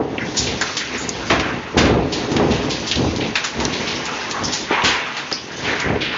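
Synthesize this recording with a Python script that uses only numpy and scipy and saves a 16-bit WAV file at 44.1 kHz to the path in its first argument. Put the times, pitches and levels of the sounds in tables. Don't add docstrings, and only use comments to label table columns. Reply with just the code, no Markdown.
import sys
import numpy as np
from scipy import signal
from scipy.fft import rfft, irfft, next_fast_len
from scipy.io import wavfile

SR = 44100
rng = np.random.default_rng(int(sys.argv[2]) if len(sys.argv) > 2 else 0)


def wav_record(signal):
    frames = np.transpose(np.atleast_2d(signal))
    bounded = np.clip(frames, -1, 1)
    quanta = np.round(bounded * 32767).astype(np.int16)
    wavfile.write(sys.argv[1], SR, quanta)


N = 272392

# time_s, walls_level_db, boom_level_db
TREMBLING = [(0, -24.5, -36.5), (.8, -35, -51.5), (.97, -30, -48), (1.22, -29, -39.5), (1.68, -37.5, -44.5),
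             (2.15, -25, -35), (2.72, -22, -34.5), (2.88, -30.5, -41.5), (3.48, -37, -48.5),
             (3.75, -25.5, -38.5), (4.15, -33, -52.5), (4.65, -34, -47.5), (5.25, -38, -60),
             (5.55, -35, -49), (6.18, -32, -46)]
# start_s, walls_level_db, hold_s, boom_over_walls_db
BUILDING_LURCHES = [(0.367, -26, .11, -3.5), (1.297, -24, 0.068, -6), (1.423, -26, 0.095, -16),
                    (1.732, -14, 0.22, -8.5), (2.289, -20.5, 0.13, -7), (2.458, -21.5, .03, -0.5),
                    (2.937, -21.5, 0.098, -2.5), (3.12, -22.5, 0.092, -8.5), (3.542, -22.5, 0.04, -11),
                    (4.383, -24.5, 0.036, -9), (5.615, -24, 0.029, -13), (5.824, -20.5, 0.079, -8.5)]
# centre_hz, width_hz, level_db
BUILDING_MODES = [(65.9, 1.5, 6), (82, 6.9, -11), (95, 14, -4.5), (114, 8.8, -4), (139, 31, 0.5),
                  (167.6, 1.7, -7), (183.3, 39, -2), (222.8, 18, 1.5), (251.3, 17, 3.5), (304, 75, 2.5),
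                  (364, 17, -5.5), (410.7, 19, 1.5), (460, 96, -12.5), (714, 130, -12), (935, 130, -34)]
# start_s, relative_level_db, t60_s, lowest_hz
HEAVY_THUDS = [(0, -10.5, 0.19, 150), (1.305, -9, 0.21, 83), (1.764, -6.5, 0.31, 100),
               (1.825, -16, 0.94, 40), (2.394, -7.5, 0.37, 210), (2.489, -15, 0.57, 18),
               (2.991, -15, 0.14, 37), (3.042, -11, 0.18, 61), (4.705, -9.5, 0.15, 230),
               (4.833, -13.5, 0.4, 49), (5.317, -17.5, 0.078, 120), (5.9, -15, 0.22, 120)]
# start_s, relative_level_db, centre_hz, t60_s
WALL_CRASHES = [(1.298, -4.5, 1360, .13), (1.77, -6, 2100, 0.18), (1.843, -14.5, 1424, 0.26),
                (4.704, -16.5, 1090, 0.2), (4.835, -6, 2440, 0.28)]
# start_s, relative_level_db, centre_hz, width_octaves, t60_s
PLASTER_CRACKS = [(.181, -18, 2480, 0.24, 0.042), (0.611, -14, 2620, 3.1, 0.077),
                  (.613, -16, 1670, 0.24, 0.093), (.766, -17.5, 3500, 0.67, 0.19),
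                  (0.944, -24, 2200, 0.21, .16), (.975, -28.5, 7100, 0.099, 0.33),
                  (1.397, -16.5, 2170, 0.62, 0.082), (2.315, -24.5, 4200, 1.6, 0.075),
                  (2.365, -14.5, 2750, 0.53, 0.041), (2.913, -9.5, 3550, 0.44, 0.058),
                  (2.956, -16, 3800, 0.38, 0.054), (3.162, -19, 5000, 0.35, 0.019),
                  (3.354, -10, 2380, 0.64, 0.11), (3.44, -18, 4000, 1.4, 0.17),
                  (3.598, -22.5, 2880, 1.5, .17), (4.053, -23.5, 5470, 0.59, 0.1),
                  (4.311, -19, 4500, 0.66, 0.052), (4.438, -20, 5400, .14, 0.25),
                  (4.821, -15, 3000, 0.17, 0.024), (5.165, -22.5, 2500, 0.63, .2),
                  (5.314, -20, 1800, 0.98, 0.064), (5.333, -22.5, 5000, 0.12, 0.23),
                  (5.798, -22, 3300, 1.2, 0.1)]
# start_s, relative_level_db, centre_hz
PLASTER_SPILLS = [(.363, -14.5, 6000), (.46, -22.5, 3000), (2.117, -20.5, 4000), (2.501, -23.5, 3650),
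                  (2.693, -20.5, 3860), (2.863, -22, 4230), (3.2, -22.5, 2650), (3.72, -22.5, 3500),
                  (3.865, -21.5, 3280), (4.517, -18.5, 5400), (5.639, -24.5, 2430), (6.004, -19.5, 2750)]
# start_s, relative_level_db, centre_hz, width_octaves, t60_s
FLOOR_SCRAPES = [(0.201, -23.5, 1806, 0.22, 0.092), (0.796, -25, 1830, 0.21, 0.22),
                 (1.42, -22.5, 1490, 0.48, 0.56), (3.43, -25, 1400, 0.3, .16),
                 (3.595, -23, 910, 0.32, 0.13), (4.33, -25, 1130, .4, 0.54),
                 (4.712, -17.5, 1950, 0.37, 0.32), (4.7, -21, 930, 0.088, 0.29),
                 (4.765, -20, 1000, 0.18, 0.62), (4.879, -20.5, 2060, .45, 1), (5.659, -23, 1790, .3, 1),
                 (5.8, -26.5, 1750, .25, .9), (6.03, -23.5, 2530, 0.39, 0.57),
                 (6.11, -22.5, 1670, 0.57, .65)]
# start_s, level_db, ring_hz, skitter_t60_s
HARD_CHIPS = [(0.382, -8.5, 5840, 0.0054), (0.393, -1, 5500, 0.0031), (1.092, 2.5, 6550, 0.04),
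              (1.093, -9.5, 4630, 0.011), (3.652, 3, 5900, 0.018), (3.653, -4, 4000, 0.048),
              (4.314, -5.5, 4340, 0.0043), (4.438, -7.5, 5800, 0.0077), (4.537, -12, 5270, 0.0057),
              (5.327, 3.5, 4990, 0.024)]
# time_s, level_db
CHATTER_LEVEL = [(0, -36.5), (.14, -39), (.35, -32), (.7, -31), (1.02, -31), (1.25, -31), (1.68, -33.5),
                 (2.05, -32.5), (2.5, -28), (2.84, -31.5), (3.32, -33.5), (3.55, -32), (3.96, -26),
                 (4.63, -30), (5.02, -25), (5.42, -37), (5.76, -23), (6.18, -38)]
# frequency_hz, gain_db
CHATTER_COLOUR = [(100, -45), (250, -21.5), (450, -3), (700, -2.5), (950, 1.5), (1250, -2.5), (1850, 1.5),
                  (2800, -1), (4000, -7), (7000, -31)]
# time_s, level_db
PLASTER_LEVEL = [(.13, -45), (.35, -31), (.75, -28), (1.05, -34), (1.35, -30.5), (1.62, -43), (2.05, -41),
                 (2.22, -32), (2.62, -33.5), (3.0, -29.5), (3.32, -36), (3.96, -29.5), (4.63, -34.5),
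                 (5.05, -36), (5.46, -38.5), (5.68, -28), (5.97, -41), (6.18, -50)]
# frequency_hz, gain_db
PLASTER_COLOUR = [(500, -55), (1200, -42), (2500, -7.5), (3600, 1), (5000, 2), (6300, 3.5), (7400, -10.5)]
# frequency_hz, t60_s
HALL_DECAY = [(100, 0.54), (1000, 0.45), (3000, 0.39), (7000, 0.2)]
# frequency_hz, gain_db
CAMERA_TONE = [(100, 1), (700, 1), (2000, -1), (5000, -2.5), (7000, -3)]

TOP_HZ = 7250
BOOM_TOP_HZ = 109
LURCH_RISE_S, LURCH_T60_S = 0.05, 0.45
THUD_RISE_SHARE, CRASH_RISE_SHARE, CRACK_RISE_SHARE = 0.018, 0.057, 0.021
CRASH_OCTAVES = 0.84
SPILL_RISE_S, SPILL_T60_S, SPILL_OCTAVES = 0.013, 0.36, 0.4
SCRAPE_RISE_S = 0.019
CRACK_SNAP, SNAP_FADE_S = 0.7, 0.0019
SETTLE_LAG_SHARE, SETTLE_PITCH_SHARE, SETTLE_STRETCH = 0.15, 0.65, 1.4
SETTLE_DB, SETTLE_RISE_S = -13, 0.0093


def amp(db):
    return 10 ** (np.asarray(db) / 20)


def unit(x):
    return x / np.sqrt(np.mean(x ** 2) + 1e-20)


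def along(points, hz):
    point_hz, values = np.transpose(points)
    return np.interp(np.log(hz + 1), np.log(point_hz), values)


def curves(rows):
    times, *columns = np.transpose(rows)
    return [np.interp(np.arange(N) / SR, times, column) for column in columns]


def filtered(x, response):
    size = next_fast_len(len(x) + 8192)
    spectrum = rfft(x, size) * response(np.fft.rfftfreq(size, 1 / SR))
    return irfft(spectrum, size)[:len(x)]


def add(track, start, sound):
    part = track[max(round(start * SR), 0):][:len(sound)]
    part += sound[:len(part)]


def impacts(size, rate, scatter_db):
    chance = rng.random((3, size))
    hit = np.flatnonzero(chance[0] < rate / SR)
    sign = np.sign(chance[1, hit] - .5)
    out = np.zeros(size)
    out[hit] = sign * amp(scatter_db * np.pi * (2 * chance[2, hit] - 1) / 2)
    return unit(out)


def swell(t, rise, t60):
    return np.minimum(t / rise, 1) * amp(-60 * np.maximum(t - rise, 0) / t60)


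def band(centre_hz, octaves):
    def response(hz):
        distance = np.log2((hz + 1) / centre_hz) / octaves
        return np.exp(-distance ** 2 / 4) * (hz < TOP_HZ)
    return response


def burst(envelope, response, rate, scatter_db, main_share):
    contacts = impacts(len(envelope), rate, scatter_db) * envelope
    contacts[np.argmax(envelope)] += main_share * np.sqrt(np.sum(envelope ** 2))
    return unit(filtered(contacts, response)) * np.sqrt(np.mean(envelope ** 2))


def crumble(centre_hz, octaves, rise, t60, snap):
    t = np.arange(SR // 2) / SR
    out = burst(swell(t, rise, t60), band(centre_hz, octaves), rate=2200, scatter_db=0, main_share=snap)
    settling = swell(t, SETTLE_RISE_S, SETTLE_STRETCH * t60)
    lower_band = band(SETTLE_PITCH_SHARE * centre_hz, octaves)
    pieces = burst(settling, lower_band, rate=1200, scatter_db=0, main_share=0)
    add(out, SETTLE_LAG_SHARE * t60, amp(SETTLE_DB) * pieces)
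    return out


def structure(hz):
    grid = np.arange(SR // 8)
    modes = sum(amp(db) * 1j * grid * width / (centre * centre - grid * grid + 1j * grid * width)
                for centre, width, db in BUILDING_MODES)
    radiation = grid ** 2 / (56 ** 2 - grid ** 2 + 1j * grid * 36)
    damping = 1 / (1 - (grid / 950) ** 2 + 1.4j * grid / 950)
    return np.interp(hz, grid, modes * radiation * damping, right=0)


def hallway(x, wet_db, count=5):
    hz, t, z = signal.stft(rng.standard_normal((count, SR // 3)), SR, nperseg=256)
    decay = amp(-60 * t / along(HALL_DECAY, hz)[:, None])
    tails = signal.istft(z * decay, SR, nperseg=256)[1]
    tails = np.pad(tails / np.linalg.norm(tails[0]), ((0, 0), (SR // 250, 0)))
    turn = np.arange(N) // (SR // 64) % count
    slices = x * (turn == np.arange(count)[:, None])
    wet = signal.oaconvolve(slices, tails, axes=1).sum(axis=0)[:N]
    return (x + amp(wet_db) * wet) / np.hypot(1, amp(wet_db))


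def rumble():
    t = np.arange(N) / SR
    walls_power, boom_power = amp(curves(TREMBLING)) ** 2
    for start, db, hold, boom_db in BUILDING_LURCHES:
        rise = np.clip((t - start) / LURCH_RISE_S, 0, 1)
        decay = amp(-60 * np.maximum(t - start - LURCH_RISE_S - hold, 0) / LURCH_T60_S)
        surge = amp(db) * rise * decay
        walls_power = walls_power + surge ** 2
        boom_power = boom_power + (amp(boom_db) * surge) ** 2

    def floor_share(hz):
        return 1 / np.sqrt(1 + (hz / BOOM_TOP_HZ) ** 8)

    def walls_share(hz):
        return np.sqrt(1 - floor_share(hz) ** 2)

    floor_jolts = impacts(N, rate=900, scatter_db=2.0)
    boom = filtered(floor_jolts, lambda hz: structure(hz) * floor_share(hz))
    wall_jolts = impacts(N, rate=700, scatter_db=0.0)
    walls = filtered(wall_jolts, lambda hz: structure(hz) * walls_share(hz))
    return np.sqrt(boom_power) * unit(boom) + np.sqrt(walls_power) * unit(walls)


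def thuds():
    out, t = np.zeros(N), np.arange(SR // 2) / SR
    for start, db, t60, lowest_hz in HEAVY_THUDS:
        envelope = swell(t, THUD_RISE_SHARE * t60, t60)
        body = lambda hz: structure(hz) * hz ** 2 / (hz ** 2 + lowest_hz ** 2)
        boom = envelope * filtered(impacts(len(t), rate=2000, scatter_db=2.5), body)
        add(out, start, amp(db - 4.5) * unit(boom) * np.sqrt(np.mean(envelope ** 2)))
    return out


def crashes():
    out = np.zeros(N)
    for start, db, centre_hz, t60 in WALL_CRASHES:
        clatter = crumble(centre_hz, CRASH_OCTAVES, CRASH_RISE_SHARE * t60, t60, snap=0)
        add(out, start, amp(db - 1) * clatter)
    return hallway(out, wet_db=-4)


def cracks():
    out = np.zeros(N)
    for start, db, centre_hz, octaves, t60 in PLASTER_CRACKS:
        rise = CRACK_RISE_SHARE * t60
        snap = CRACK_SNAP * np.exp(-rise / SNAP_FADE_S)
        add(out, start, amp(db + 3) * crumble(centre_hz, octaves, rise, t60, snap))
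    return hallway(out, wet_db=-8)


def spills():
    out = np.zeros(N)
    for start, db, centre_hz in PLASTER_SPILLS:
        pour = crumble(centre_hz, SPILL_OCTAVES, SPILL_RISE_S, SPILL_T60_S, snap=0)
        add(out, start, amp(db + 2) * pour)
    return hallway(out, wet_db=-11.5)


def scrapes():
    out, t = np.zeros(N), np.arange(SR // 2) / SR
    for start, db, centre_hz, octaves, t60 in FLOOR_SCRAPES:
        envelope = swell(t, SCRAPE_RISE_S, t60)
        drag = burst(envelope, band(centre_hz, octaves), rate=2000, scatter_db=3.5, main_share=0)
        add(out, start, amp(db + 2) * drag)
    return hallway(out, wet_db=-4.5)


def chips():
    out, t = np.zeros(N), np.arange(SR // 16) / SR
    for start, db, ring_hz, t60 in HARD_CHIPS:
        tick = np.sin(2 * np.pi * ring_hz * t) * swell(t, rise=0.00034, t60=0.0037)
        contacts = .05 * impacts(len(t), rate=3300, scatter_db=-4.0) * amp(-60 * t / t60)
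        contacts[0] = 1
        add(out, start, amp(db) * signal.fftconvolve(contacts, tick))
    return hallway(out, wet_db=-19.5)


def rattle():
    level_db, = curves(CHATTER_LEVEL)
    chatter = hallway(impacts(N, rate=220, scatter_db=4.0), wet_db=5.5)
    return amp(level_db) * unit(filtered(chatter, lambda hz: amp(along(CHATTER_COLOUR, hz))))


def clacks(count=150):
    out, t = np.zeros(N), np.arange(SR // 40) / SR
    (rattle_db,), (grit_db,) = curves(CHATTER_LEVEL), curves(PLASTER_LEVEL)
    for when, size, strength in rng.random((count, 3)):
        pitch_hz = 6500 * (900 / 6500) ** size
        at = int(when * N)
        db = size * rattle_db[at] + (1 - size) * grit_db[at] + 10.5 + 9 * strength
        envelope = swell(t, rise=0.00049, t60=0.005 + 0.0028 * size)
        add(out, at / SR, amp(db) * np.sin(2 * np.pi * pitch_hz * t) * envelope)
    return hallway(out, wet_db=8.5)


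def grit():
    level_db, = curves(PLASTER_LEVEL)
    patter = hallway(impacts(N, rate=330, scatter_db=3.0), wet_db=4.0)
    return amp(level_db) * unit(filtered(patter, lambda hz: amp(along(PLASTER_COLOUR, hz))))


def scene():
    shaking = rumble() + thuds()
    loose_parts = rattle() + grit() + clacks()
    breaking = cracks() + spills()
    furniture = crashes() + scrapes()
    mono = shaking + loose_parts + breaking + furniture + chips()
    return np.array([mono, mono])


def overload(x, ceiling, hardness):
    return x / (1 + np.abs(x / ceiling) ** hardness) ** (1 / hardness)


def gain_control(x, knee_db, seconds):
    keep = np.exp(-1 / (seconds * SR))
    power = signal.lfilter([1 - keep], [1, -keep], x ** 2)
    return x / np.sqrt(1 + power / amp(knee_db) ** 2)


def record(dry):
    clipped = overload(dry[0], ceiling=.58, hardness=6)
    held = gain_control(clipped, knee_db=-11, seconds=0.19)
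    toned = filtered(held, lambda hz: amp(along(CAMERA_TONE, hz)) * 1j * hz / (20 + 1j * hz))
    mono = filtered(toned, lambda hz: 1 / np.sqrt(1 + (hz / TOP_HZ) ** 140))
    return np.array([mono, mono])


dry = scene()
out = record(dry)
wav_record(out)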